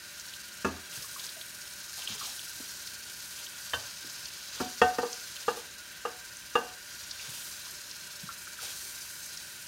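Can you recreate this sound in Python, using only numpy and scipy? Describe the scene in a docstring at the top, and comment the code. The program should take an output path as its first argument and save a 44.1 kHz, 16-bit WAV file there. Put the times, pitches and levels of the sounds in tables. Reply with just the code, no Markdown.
"""Tap water runs over a heavy glass baking dish in a kitchen sink, close to one small microphone.
The stream breaks into droplets that hiss and spatter as the dish is lifted, turned and lowered.
Gathered water gushes off and gurgles; single drops tick and trapped bubbles plop.
The dish knocks against the basin several times and rings until the hands damp it.
Behind it all are the steady rush of the tap and the short reverberation of the kitchen."""
import sys
import numpy as np
from scipy import signal
from scipy.fft import rfft, irfft, next_fast_len
from scipy.io import wavfile
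from scipy.ndimage import uniform_filter1d

SR = 44100
rng = np.random.default_rng(int(sys.argv[2]) if len(sys.argv) > 2 else 0)


def pcm_store(signal):
    """Save signal as 16-bit PCM."""
    levels = np.round(np.clip(np.atleast_2d(signal), -1, 1) * 32767)
    wavfile.write(sys.argv[1], SR, levels.astype(np.int16).T)


N = 426447

# spectra of the water's hollow slosh, bright splash and fine spray: f/Hz, level/dB
SLOSH_SPECTRUM = [(500, -14), (1100, -10.5), (2000, -13), (2700, -3), (3350, 0.5), (3700, -0.5), (4200, -6),
                  (6500, -49)]
SPLASH_SPECTRUM = [(700, -22.5), (1200, -10), (2100, -13), (3500, -9.5), (4200, 1.5), (5500, 0.5),
                   (6700, -1), (7800, -9.5), (10000, -29), (15000, -32)]
SPRAY_SPECTRUM = [(1000, -16), (3000, -21), (6000, 0), (8000, 0), (9300, 3), (10350, -3), (11200, -0.5),
                  (13500, -3), (16000, -6.5)]
# the dish is held in the stream: start/s, end/s, splash level/dB, spray level/dB
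RINSES = [(0.0, 0.6, -56, -54.5), (0.893, 1.258, -51, -46.5), (1.297, 1.9, -54.5, -53.5),
          (1.895, 3.424, -49.5, -47.5), (3.533, 3.9, -47.5, -51), (3.94, 5.562, -47.5, -53.5),
          (6.822, 7.55, -50.5, -62), (7.23, 7.51, -56, -48), (7.55, 9.67, -53, -52),
          (8.57, 9.24, -55, -48.5)]
# gathered water runs off the tilted dish: t/s, level/dB
GUSHES = [(0.9, -50.5), (1.17, -51), (1.94, -48.5), (2.06, -47.5), (2.18, -46.5), (3.35, -52.5),
          (4.531, -49.5), (5.35, -55), (7.17, -51), (7.3, -52.5), (7.621, -53.5), (8.59, -47)]
GUSH_PEAK_S = 0.052

# the dish meets the basin: t/s, level/dB, part struck, contact hardness/Hz, time until damped/s
KNOCKS = [(0.646, -27.5, "base", 4000, 0.13), (3.734, -28, "rim", 6000, 0.03),
          (4.601, -31, "base", 1490, 0.014), (4.604, -32, "corner", 1100, 0.07),
          (4.8156, -16, "corner", 5000, 0.076), (4.9834, -25.5, "corner", 2000, 0.018),
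          (5.029, -20.5, "side", 650, 0.11), (5.480, -21.5, "side", 1660, 0.02),
          (5.570, -29.5, "side", 450, 0.03), (6.051, -28, "side", 1900, .14),
          (6.5539, -20, "side", 4180, .18)]
# parts of the dish, in the order of the level columns below
DISH_PARTS = ("base", "rim", "corner", "side")
# modes of the dish: f/Hz, t60/s, level/dB when struck on the base, rim, corner, side
DISH_MODES = [(82,0.72,-13,-16.5,-28.5,-46), (236,0.15,-9,-27,-15,-58), (256,0.16,-2,-27,-14,-35),
              (379,0.14,4,-19,-16,-13), (454.6,0.21,-11,-35,-10,-13.5), (479,0.11,-3.5,-6.5,3,2.5),
              (737,0.7,-21.5,-36,-3.5,-20.5), (821,0.04,-33,-29,-26,3.5), (893,0.12,-33,-21,-3.5,-7),
              (911,0.1,-1,-19,-27,-19), (1115,0.18,-5,-8.5,-17,-18), (1186,0.091,-8,-9,-7,-2),
              (1219,0.061,3.5,-7,1,4), (1378,0.062,5,-4,-4,-5), (1529,0.47,-27,-4.5,-10.5,-16),
              (1678,0.11,-2.5,-9,-19,-6), (1716,0.021,1.5,10,-16,-29), (1830,0.076,-30,-7,-0.5,-29),
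              (2616,0.12,-4,-31,-17.5,-32), (2660,0.078,-29,-7,-6.5,-12), (2802,0.13,-31,-5,-12,-4),
              (3070,0.066,-42,5,-16,-30), (3295,0.075,-32,-26,-10,-29), (3570,0.08,-29,-2.5,-35,-14)]
# dense, dull response of the basin: f/Hz, level/dB
BASIN_SPECTRUM = [(40, -29), (200, -2.5), (300, 0), (450, 3), (650, 7), (900, 6), (1250, 5), (1800, 0),
                  (2150, -11), (2800, -6), (3600, -11.5), (6500, -12), (12000, -31)]
# how much of a blow the basin takes up, by part of the dish: clatter/dB, thud/dB
BASIN_SHARE = {"base": (-0.062, -2.5), "rim": (-4, -28), "corner": (-7, -19), "side": (-5.5, -25)}

# heavy drops on glass and steel: t/s, level/dB, f/Hz
DROP_TICKS = [(0.197, -35.5, 6000), (0.336, -37.5, 3380), (1.195, -34.5, 4000), (1.266, -37, 4770),
              (1.291, -36, 4200), (1.412, -34, 3970), (2.393, -36, 3200), (2.874, -35.5, 4260),
              (4.256, -33.5, 4800), (5.129, -30.5, 5660), (5.365, -36, 3500), (6.369, -38, 7000),
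              (7.110, -30, 4800), (7.708, -41, 11500), (7.912, -35, 5300), (9.373, -33.5, 4900)]
# trapped bubbles: t/s, level/dB, f/Hz
BUBBLE_PLOPS = [(1.040, -48, 1150), (1.160, -43, 1150), (1.363, -51, 650), (2.020, -37, 2980),
                (2.074, -28, 3030), (2.210, -38, 1190), (3.465, -36.5, 3330), (7.194, -40, 2500),
                (7.665, -52, 1100), (8.288, -35.5, 1280), (8.469, -41, 1430), (8.584, -40.5, 1360)]
PLOP_OCTAVES, PLOP_CYCLES = 0.28, 116   # bandwidth; cycles to fall by 60 dB
# soft bumps against the basin: t/s, level/dB, f/Hz
BASIN_BUMPS = [(0.966, -47, 129), (2.098, -44, 158), (2.6, -40.5, 302), (3.768, -48.5, 83),
               (4.045, -47, 215), (4.819, -43, 75), (7.28, -46, 126), (8.231, -39.5, 177)]

# steady rush of the tap over the low murmur of the room: f/Hz, level/dB
TAP_SPECTRUM = [(25, -14), (55, 3), (100, 1.5), (200, 0), (270, -5), (380, -3), (480, -10), (780, -10),
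                (1150, -8.5), (1800, 3.5), (2150, -1.5), (2800, 1.5), (3400, -6.5), (9000, -22.5)]
# resonances of the spout: f/Hz, width/Hz, rms level/dB
SPOUT_MODES = [(588, 36, -69.5), (970, 57, -69.5), (1442.5, 29, -59), (1566, 46, -57), (2300, 10, -66.5),
               (2524, 40, -74), (3930, 41, -61.5)]


def water():
    """The stream breaks into droplets on basin and dish, in quick uneven spurts."""
    slosh_gain, splash_gain, spray_gain = flow()
    spurts_db = flutter(per_s=80)
    slosh = coloured(kitchen(droplets(per_s=2500, spread_db=8.0), wet_db=3.5), SLOSH_SPECTRUM)
    splash = coloured(kitchen(droplets(per_s=8000, spread_db=3.0), wet_db=-12), SPLASH_SPECTRUM)
    spray = coloured(kitchen(droplets(per_s=16000, spread_db=3.5), wet_db=-6.5), SPRAY_SPECTRUM)
    out = slosh * slosh_gain * from_db(1.3 * flutter(per_s=55))
    for hiss, gain, echo, depth_db in (splash, splash_gain, 0.13, 1.2), (spray, spray_gain, 0.26, 0.78):
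        combed = wall_echoes(hiss, echo)
        flicker_db = depth_db * flutter(per_s=70)
        wander_db = 1.12 * drift(per_s=7)   # the hands move in the stream
        out += combed * gain * from_db(spurts_db + flicker_db + wander_db)
    return out


def flow():
    """Gains of slosh, splash and spray: the free stream, the gushes and the rinses add in power."""
    t, gush = np.arange(N) / SR, np.zeros(N)
    age = np.arange(SR) / SR / GUSH_PEAK_S
    for s, db in GUSHES:
        add(gush, s, (from_db(db) * age * np.exp(1 - age)) ** 2)
    # the stream falling freely into the basin, plus each sound's share of the gushes
    slosh = from_db(-58.5) ** 2 + gush * from_db(0.2) ** 2
    splash = from_db(-51) ** 2 + gush * from_db(2.3) ** 2
    spray = from_db(-51.7) ** 2 + gush * from_db(0.5) ** 2
    enter_s, leave_s = 0.069, 0.12
    for start, end, splash_db, spray_db in RINSES:
        held = np.clip((t - start) / enter_s, 0, 1) * np.clip(1 - (t - end) / leave_s, 0, 1)
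        slosh += held * from_db(splash_db - 9) ** 2
        splash += held * from_db(splash_db) ** 2
        spray += held * from_db(spray_db) ** 2
    return np.sqrt([slosh, splash, spray])


def droplets(per_s, spread_db):
    """Droplets land at random, each an impulse of its own size."""
    sizes = from_db(spread_db * np.minimum(rng.exponential(1, N), 4.5))
    return (rng.random(N) < per_s / SR) * sizes * rng.choice([-1, 1], N)


def wall_echoes(x, echo):
    """Echoes from dish and basin walls comb the hiss; their paths shift as the dish moves."""
    n = np.arange(N)
    for lag_s in (.0008, .0014, .0031):
        lag = lag_s * SR * (1 + 0.0716 * drift(per_s=2.5))
        x = x + echo * np.interp(n - lag, n, x)
    return rms_one(x)


def knocks():
    """Each part of the dish favours its own modes; the basin clatters and thuds under the blow."""
    glass, basin, t = np.zeros(N), np.zeros(N), np.arange(SR // 2) / SR
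    click_hz, clatter_needs_hz = 5400, 796   # softer contacts hardly stir the basin
    hz, t60, *part_db = np.transpose(DISH_MODES)
    rings = np.array([dying(t, ring_s) * np.cos(2 * np.pi * f * t) for f, ring_s in zip(hz, t60)])
    for s, db, part, hard_hz, free_s in KNOCKS:
        swell = 1 - dying(t, 0.0051 + 18.0 / hard_hz)   # a soft, wet contact builds up slowly
        strength = from_db(db + part_db[DISH_PARTS.index(part)]) * excited(hz, hard_hz)
        grip = dying(np.maximum(t - free_s, 0), t60=0.14)   # the hand stops the ring
        click_gain = from_db(db - 14.5) * excited(click_hz, hard_hz)
        click = click_gain * burst(t, click_hz, octaves=1.0, t60=0.025)
        add(glass, s, swell * grip * (strength @ rings) + click)
        fall = swell * dying(t, t60=0.1)
        clatter = coloured(rng.standard_normal(len(t)) * fall, BASIN_SPECTRUM)
        clatter *= np.sqrt(np.mean(fall ** 2))
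        thud = burst(t, hz=229, octaves=0.69, t60=0.13)
        clatter_db, thud_db = BASIN_SHARE[part]
        blow = from_db(db) * excited(clatter_needs_hz, hard_hz)
        add(basin, s, blow * (from_db(clatter_db) * clatter + from_db(thud_db) * thud))
    return kitchen(glass, wet_db=-14) + kitchen(basin, wet_db=-6)


def excited(hz, hard_hz):
    """How strongly a contact drives a frequency: a soft one leaves the high modes still."""
    return 1 / np.sqrt(1 + (hz / hard_hz) ** 4)


def drops_and_bumps():
    """Single drops tick, trapped bubbles plop, the basin is bumped softly."""
    out, t = np.zeros(N), np.arange(SR // 2) / SR
    for s, db, hz in DROP_TICKS:
        add(out, s, from_db(db) * burst(t, hz, octaves=0.55, t60=0.031))
    for s, db, hz in BUBBLE_PLOPS:
        add(out, s, from_db(db) * burst(t, hz, PLOP_OCTAVES, t60=PLOP_CYCLES / hz))
    for s, db, hz in BASIN_BUMPS:
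        add(out, s, from_db(db) * burst(t, hz, octaves=1, t60=16 / hz))
    return kitchen(out, wet_db=-12)


def gurgles():
    """Each gush traps seven bubbles of random pitch, much louder in a strong gush."""
    out, t = np.zeros(N), np.arange(SR // 4) / SR
    centre_hz, spread_octaves = 853, 1.09
    strongest_db = max(db for s, db in GUSHES)
    for s, db in GUSHES:
        gain = from_db(-53.5 + 1.5 * (db - strongest_db))
        for when, pitch in rng.random(size=(7, 2)):
            hz = centre_hz * 2 ** (spread_octaves * (2 * pitch - 1))
            bubble = burst(t, hz, PLOP_OCTAVES, t60=PLOP_CYCLES / 2 / hz)
            add(out, s + GUSH_PEAK_S * (.5 + 1.4 * when), gain * bubble)
    return kitchen(out, wet_db=-8)


def tap():
    """Behind the splashing, turbulence rushes through the tap and sings in the spout."""
    out = from_db(-53.5) * coloured(rng.standard_normal(N), TAP_SPECTRUM)
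    for hz, width_hz, db in SPOUT_MODES:
        radius = np.exp(-np.pi * width_hz / SR)
        feedback = [1, -2 * radius * np.cos(2 * np.pi * hz / SR), radius ** 2]
        ring = signal.lfilter([1, 0, -1], feedback, rng.standard_normal(N))
        out += from_db(db) * rms_one(band(ring, hz, octaves=0.34))
    return out


def kitchen(x, wet_db):
    """The direct sound reaches the microphone first, then the diffuse tail of the room."""
    t = np.arange(SR // 2) / SR
    build_up = 1 - dying(t, t60=0.071)
    tail = rng.standard_normal(len(t)) * dying(t, t60=0.43) * build_up
    return x + from_db(wet_db) * signal.fftconvolve(x, tail / np.linalg.norm(tail))[:N]


def burst(t, hz, octaves, t60):
    """A brief noisy ring around hz, with the energy of a decay that starts at rms 1."""
    fall = dying(t, t60)
    ring = band(rng.standard_normal(len(t)) * fall, hz, octaves)
    return rms_one(ring) * np.sqrt(np.mean(fall ** 2))


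def coloured(x, spectrum):
    """Give a signal a smooth spectrum; rms 1."""
    hz, db = np.transpose(spectrum)
    size = next_fast_len(len(x))
    f = np.maximum(np.fft.rfftfreq(size, 1 / SR), 1)
    gain = from_db(np.interp(np.log(f), np.log(hz), db))
    return rms_one(irfft(rfft(x, size) * gain, size)[:len(x)])


def band(x, hz, octaves):
    """Band-pass around hz."""
    edges = np.clip(hz * 2 ** (np.array([-.5, .5]) * octaves), 10, .45 * SR)
    return signal.sosfilt(signal.butter(2, edges, "band", fs=SR, output="sos"), x)


def flutter(per_s):
    """Quick random motion without slow swells; rms 1."""
    motion = drift(per_s)
    return rms_one(motion - uniform_filter1d(motion, size=SR // 14))


def drift(per_s):
    """Glide between random values, per_s of them a second."""
    knots = rng.standard_normal(int(N / SR * per_s) + 2)
    return np.interp(np.arange(N) / SR * per_s, np.arange(len(knots)), knots)


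def dying(t, t60):
    """Exponential decay, 60 dB down after t60 seconds."""
    return from_db(-60 * t / t60)


def from_db(db):
    """Decibels to gain."""
    return 10 ** (np.asarray(db) / 20)


def rms_one(x):
    """Scale to an rms of 1."""
    return x / np.sqrt(np.mean(x ** 2) + 1e-20)


def add(out, s, sound):
    """Mix a sound in, starting at s seconds."""
    i = round(s * SR)
    out[i:i + len(sound)] += sound[:N - i]


def scene():
    """Everything at the kitchen sink, from close by, in mono."""
    return (knocks() + drops_and_bumps() + gurgles() + water() + tap())[None]


def record(dry):
    """The small microphone loses the deep bass; the top is cut steeply."""
    low_hz, top_hz = 40, 15800
    thin = signal.sosfilt(signal.butter(3, low_hz, "high", fs=SR, output="sos"), dry)
    return signal.sosfilt(signal.ellip(12, .1, 85, top_hz, fs=SR, output="sos"), thin)


dry = scene()
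out = record(dry)
pcm_store(out)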